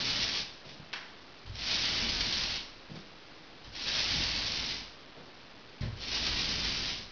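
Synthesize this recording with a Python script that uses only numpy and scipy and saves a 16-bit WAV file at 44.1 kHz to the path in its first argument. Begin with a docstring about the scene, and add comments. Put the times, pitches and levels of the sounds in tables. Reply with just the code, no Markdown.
"""Four long, crackling hisses with a low drumming under them, and rattles, thumps and shuffles in between.
A paint roller on a pole is pulled across a ceiling in a bare room; the first pull is already under way.
The hiss is many tiny random clicks, like snapping threads of wet paint. The drumming is noise and blows
that set the ceiling board ringing. Bursts of coloured noise make the cloth and the wire frame.
A low sample rate and coarse level steps roughen the whole mono sound."""
import sys
import numpy as np
from scipy import signal
from scipy.fft import rfft, irfft
from scipy.io import wavfile

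SR = 44100
rng = np.random.default_rng(int(sys.argv[2]) if len(sys.argv) > 2 else 0)


def bounce(signal):
    """Save signal as a 16-bit WAV file at the path given by the first command-line argument."""
    frames = np.transpose(np.atleast_2d(signal))
    limited = np.clip(frames, -1, 1)
    pcm = np.round(limited * 32767).astype(np.int16)
    wavfile.write(sys.argv[1], SR, pcm)


N = 313551
T = np.arange(N) / SR  # time of each sample in seconds

# Levels in these tables are relative: mixing, ringing and the room come on top.
# Pulls of the roller. Each row: start, end, time spent speeding up and time spent slowing in seconds,
# hiss level in dB, sag of the hiss in dB per second, rumble level in dB, a moment when the wet side peels
# and the time of one turn in seconds, moment of crossing a hollow patch in seconds, its extra rumble in dB.
PULLS = [(-.3, 0.451, .2, 0.038, -32, 4.5, -46, .234, .134, .1, 2.5),
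         (1.525, 2.641, .19, .12, -32, 3, -43.5, 2.09, .118, 2.045, 9),
         (3.71, 4.868, .24, .155, -30.5, 6.5, -44.5, 4.354, .119, 4.165, 8),
         (5.948, 7.056, .23, .17, -33, 3.5, -43, 6.649, .126, 6.31, 4.5)]
# Wet bits of the nap (the roller's fluff) dab and snap. Each row: start in seconds, level in dB,
# fade time in seconds.
DABS = [(.65, -50, 0.071), (.69, -49, 0.036), (1.462, -50, 0.054), (1.555, -35.5, 0.0031),
        (1.708, -32, 0.017), (2.324, -29, 0.0046), (2.9, -54, 0.066), (2.955, -48.5, .05),
        (3.644, -45.5, 0.024), (3.762, -45.5, 0.019), (3.975, -31.5, 0.018), (4.879, -43.5, 0.0058),
        (5.808, -45.5, 0.057), (6.115, -32, 0.014), (6.265, -25, 0.011), (6.405, -30.5, 0.0058),
        (6.645, -30, .005)]
# Colour of tearing paint. Each row: frequency in Hz, level in dB per Hz.
PAINT_COLOUR = [(150, -20.5), (450, -13), (900, -12), (1300, -12), (2000, -6), (2900, -3), (4200, -1),
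                (5500, 0.5)]
# Colour of the nap pattering on the board. Each row: frequency in Hz, level in dB per Hz.
NAP_COLOUR = [(25, -16), (50, -4), (80, -3.5), (130, -4.5), (230, -2), (340, -8), (500, -16), (1000, -18.5),
              (3000, -60)]
# Tones of the ceiling board. Each row: frequency in Hz, level in dB, time to fall by 60 dB in seconds.
CEILING_TONES = [(32.85, -20, 2.6), (54.7, -7, .7), (63.7, -9.5, 0.3), (95.2, -1.5, .3), (119.6, 2.5, 0.27),
                 (136, -0.5, 0.19), (179, -6, 0.18), (216.8, 1.5, 0.26), (249.4, -9, 0.31)]
# The roller lands on the ceiling. Each row: start in seconds, level in dB, contact time in seconds.
LANDINGS = [(1.452, -48, .007), (1.472, -41.5, 0.0082), (1.494, -35.5, 0.0092), (3.647, -43, 0.014),
            (3.673, -45.5, 0.0076), (5.81, -33.5, 0.0043), (5.832, -34, 0.0048)]
# The roller judders after a hard landing. Each row: start and length in seconds,
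# first gap between blows in seconds, level in dB.
JUDDERS = [(1.505, .02, .0104, -46), (5.852, .155, .0082, -45)]
# Colour of the room air. Each row: frequency in Hz, level in dB per Hz.
AIR_COLOUR = [(25, -0.5), (60, -4), (150, -0.5), (300, 0.5), (500, -2.5), (1000, -5.5), (2000, -8.5),
              (5500, -11.5)]
# Sleeves and grip shuffle softly. Each row: start in seconds, level in dB, fade time in seconds.
SHUFFLES = [(.652, -48, 0.052), (.79, -54.5, 0.048), (2.9, -48.5, 0.057), (2.95, -52, 0.034),
            (5.157, -46.5, .05), (5.82, -44.5, 0.078)]
# Colour of rubbing sleeves. Each row: frequency in Hz, level in dB per Hz.
CLOTH_COLOUR = [(40, -15), (90, -0.5), (180, -0.5), (300, -3), (450, -4), (700, -8.5), (1300, -17.5),
                (4000, -35.5)]
# The wire frame and its cage clack. Each row: start in seconds, level in dB, fade time in seconds.
CLACKS = [(.9295, -33.5, 0.0052), (.934, -31, 0.011), (.958, -41.5, 0.03), (5.818, -44.5, 0.04)]
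# Colour of the clacking cage. Each row: frequency in Hz, level in dB per Hz.
CAGE_COLOUR = [(200, -20.5), (700, -8), (1050, -1.5), (1270, -10), (1550, 1), (2100, -4), (2700, -2),
               (3500, -5), (4400, -6.5), (5500, -5.5)]
# Colour of the wire buzzing on after a clack. Each row: frequency in Hz, level in dB per Hz.
WIRE_COLOUR = [(500, -14), (850, -5), (1050, -4.5), (1270, -9), (1480, 3), (2100, -0.5), (2400, -15.5),
               (2700, -7.5), (3600, -10.5), (5500, -25.5)]
# Play in the pole joint knocks. Each row: start in seconds, level in dB, contact time in seconds.
KNOCKS = [(.668, -51.5, .0025), (.797, -43, 0.0051), (.826, -50.5, 0.0033), (2.897, -54, 0.00081),
          (2.915, -42, 0.0025), (2.943, -46, 0.0012), (2.974, -49, 0.0008), (4.159, -39.5, .0022)]
# Tones of the pole. Each row: frequency in Hz, level in dB, time to fall by 60 dB in seconds.
POLE_TONES = [(110, -10, 0.18), (156.4, 6, 0.11), (194.6, -3, 0.38), (231, -8.5, 0.064), (326.4, -9, 0.29),
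              (440, -12, 0.056)]

ARCH_POWER, PRESS_LAG_S = .65, .035  # the arm bears hardest in mid-stroke and lets go a little late
PEEL_DB, PEEL_SHARE = 2.5, .13  # extra hiss of the wet side, and its width as a share of one turn
HOLLOW_S = .06  # half the time it takes to cross a hollow patch
JUDDER_SLOW_S, CONTACT_SHARE = .11, .55  # the gaps double in this time; share of a gap spent in contact
ROOM_T60_S, ROOM_DB = .5, -3  # time for echoes to fall by 60 dB; echoes against direct sound
AIR_DB = -54.5
HUM_HZ, HUM_DB, HUM_PEAK_S, HUM_SWELL_S = 313.7, -65.5, 3.4, .5
HOLD = 4  # keep one sample in this many
STEP, BIAS = .0055, .25  # size of a level step; shift before rounding, in steps
ALIAS_HZ, TOP_HZ = 5750, 7200  # low-pass limits before and after the coarse steps


def undb(db):
    """Turn decibels into a gain."""
    return 10 ** (np.asarray(db) / 20)


def unit(x):
    """Scale to an average (rms) level of 1."""
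    return x / np.sqrt(np.mean(x ** 2))


def colour(x, points):
    """Shape the spectrum through the given points, closing it at both ends; rms 1."""
    hz, db = np.transpose(points)
    f = np.maximum(np.fft.rfftfreq(N, 1 / SR), 1)
    top_end = 1 + (f / hz[-1] / 1.1) ** 20
    low_end = 1 + (20 / f) ** 4
    ends = 1 / np.sqrt(top_end * low_end)
    shape = undb(np.interp(np.log(f), np.log(hz), db))
    return unit(irfft(rfft(x) * ends * shape, N))


def noise(points):
    """Steady noise of a given colour."""
    return colour(rng.standard_normal(N), points)


def walk(rate):
    """Random wandering: straight lines between new random values, rate times a second."""
    return np.interp(T * rate, np.arange(4096), rng.standard_normal(4096))


def bursts(table):
    """Loudness curve of sudden starts that fade away exponentially."""
    return sum(undb(db) * (T >= s) * np.exp(-np.abs(T - s) / fade) for s, db, fade in table)


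def blows(table):
    """Each blow is a soft half-sine push; a longer contact sounds deeper."""
    force = np.zeros(N)
    for s, db, contact in table:
        push = np.sin(np.pi * np.clip((T - s) / contact, 0, 1))
        force += undb(db) * push / push.sum()
    return force


def ring(force, tones):
    """A body that is pushed rings in its own tones, each dying away at its own pace."""
    t = T[:2 * SR]
    response = np.zeros(len(t))
    for hz, db, t60 in tones:
        fade = np.exp(-np.log(1000) * t / t60)
        response += undb(db) * np.cos(2 * np.pi * hz * t) * fade
    return signal.fftconvolve(force, response)[:N]


def strokes():
    """Tearing, pressure and board gains: pulls tire, the wet side peels every turn, hollow board drums louder."""
    tearing, pressure, board = np.zeros(N), np.zeros(N), np.ones(N)
    for (start, end, speeding, slowing, hiss_db, sag, rumble_db,
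         peel_at, turn, hollow_at, hollow_db) in PULLS:
        speed = np.clip(np.minimum((T - start) / speeding, (end - T) / slowing), 0, 1)
        off_wet_side = ((T - peel_at) / turn + .5) % 1 - .5  # in turns
        peel = np.exp(-(off_wet_side / PEEL_SHARE) ** 2)
        tearing += speed * undb(hiss_db - sag * (T - start) + PEEL_DB * peel)
        progress = np.clip((T - start) / (end + PRESS_LAG_S - start), 0, 1)
        pressure += undb(rumble_db) * np.abs(np.sin(np.pi * progress)) ** ARCH_POWER
        hollow = np.exp(-((T - hollow_at) / HOLLOW_S) ** 2)
        board *= undb(hollow_db * hollow)
    return tearing, pressure, board


def crackle(per_s, spread_db):
    """Snapping paint threads: random clicks, mostly small and a few large, at even power."""
    share = np.clip(per_s / SR, 1e-4, 1)  # chance of a click at each sample
    size = undb(spread_db * np.minimum(rng.exponential(size=N), 6))
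    snaps = rng.random(N) < share
    sign = rng.choice([-1, 1], N)
    return colour(snaps * sign * size / np.sqrt(share), PAINT_COLOUR)


def paint(tearing, threads_per_s=12000, spread_db=2.5, patchy_db=.5, tuft_db=1.27, gain_db=1.96):
    """Stronger tearing snaps more threads; wet patches and tufts make the hiss uneven."""
    strength = tearing / tearing.max()
    uneven = undb(patchy_db * walk(28) + tuft_db * walk(260))
    threads = crackle(threads_per_s * (.3 + strength), spread_db)
    rolling = undb(gain_db) * tearing * unit(uneven) * threads
    return rolling + bursts(DABS) * crackle(9000, 1.6)


def room(x, size=2048, count=20000):
    """Bare walls add a dense echo tail, with a new random pattern for each short piece as the roller moves."""
    t = T[:count]
    decay = np.exp(-np.log(1000) * t / ROOM_T60_S) * (t > .003)
    pieces = np.pad(x, (0, -N % size)).reshape(-1, size)
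    tails = rng.standard_normal((len(pieces), count)) * decay / np.sqrt(np.sum(decay ** 2))
    wet = np.zeros(N + 2 * size + count)
    for k, echo in enumerate(signal.fftconvolve(pieces, tails, axes=1)):
        wet[k * size:k * size + len(echo)] += echo
    return (x + undb(ROOM_DB) * wet[:N]) / np.sqrt(1 + undb(2 * ROOM_DB))


def judders():
    """List the blows of each judder: they come ever slower, with longer and so duller contacts."""
    rows = []
    for s, length, first_gap, db in JUDDERS:
        age = 0
        while age < length:
            gap = first_gap * (1 + (age / JUDDER_SLOW_S) ** 2)
            rows.append((s + age, db, CONTACT_SHARE * gap))
            age += gap
    return rows


def rumble(pressure, board, nap_db=-2, board_db=-3.5, drag_hz=48, nap_share=.45):
    """The lumpy nap patters on the board, and slower pushes and landings set its low tones ringing."""
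    low_pass = signal.butter(2, drag_hz, fs=SR, output="sos")
    pushes = signal.sosfilt(low_pass, rng.standard_normal(N))
    drag = undb(board_db) * pressure * board * pushes / np.std(ring(pushes, CEILING_TONES))
    # a hollow patch lifts the patter less than the drag
    patter = undb(nap_db) * pressure * board ** nap_share * noise(NAP_COLOUR)
    return patter + ring(drag + blows(LANDINGS) + blows(judders()), CEILING_TONES)


def background(waver_db=2.0, waver_hz=1):
    """Quiet room noise, and a faint sine hum that wavers in pitch and level, swells once and fades."""
    pitch = HUM_HZ + waver_hz * walk(8)
    hum = np.sqrt(2) * np.sin(2 * np.pi * np.cumsum(pitch) / SR)
    swell = np.exp(-((T - HUM_PEAK_S) / HUM_SWELL_S) ** 2)
    air = undb(AIR_DB) * noise(AIR_COLOUR)
    return air + undb(HUM_DB + waver_db * walk(2.7)) * swell * hum


def handling(buzz_db=-7, buzz_s=.034):
    """Sleeves shuffle as the pole is swung back; the cage clacks and its loose wire buzzes on briefly."""
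    shuffles = bursts(SHUFFLES) * noise(CLOTH_COLOUR)
    clacks = bursts(CLACKS)
    keep = np.exp(-1 / (buzz_s * SR))
    # smoothing the power of the clacks lets the buzz outlast them
    buzz = np.sqrt(signal.lfilter([1 - keep], [1, -keep], clacks ** 2))
    return shuffles + clacks * noise(CAGE_COLOUR) + undb(buzz_db) * buzz * noise(WIRE_COLOUR)


def pole_knocks():
    """Knocks in the loose joint set the pole ringing in its own tones."""
    return ring(blows(KNOCKS), POLE_TONES)


def scene():
    """Mix roller, ceiling, pole and room, the same in both channels."""
    tearing, pressure, board = strokes()
    in_room = room(paint(tearing) + handling())
    mono = in_room + rumble(pressure, board) + pole_knocks() + background()
    return np.array([mono, mono])


def record(dry):
    """Sample at a quarter of the rate in coarse level steps, which adds a gritty hiss to the pauses."""
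    low_pass = signal.butter(20, ALIAS_HZ, fs=SR, output="sos")
    slow = signal.sosfilt(low_pass, dry)[:, ::HOLD]
    stepped = STEP * np.round(slow / STEP + BIAS)
    # back to the full rate; the gentle filter lets some mirrored treble through
    smooth = signal.firwin(65, 5512, window=("kaiser", 9), fs=SR)
    out = signal.resample_poly(stepped, HOLD, 1, axis=1, window=smooth)[:, :N]
    return signal.sosfilt(signal.ellip(8, .1, 70, TOP_HZ, fs=SR, output="sos"), out)


dry = scene()
out = record(dry)
bounce(out)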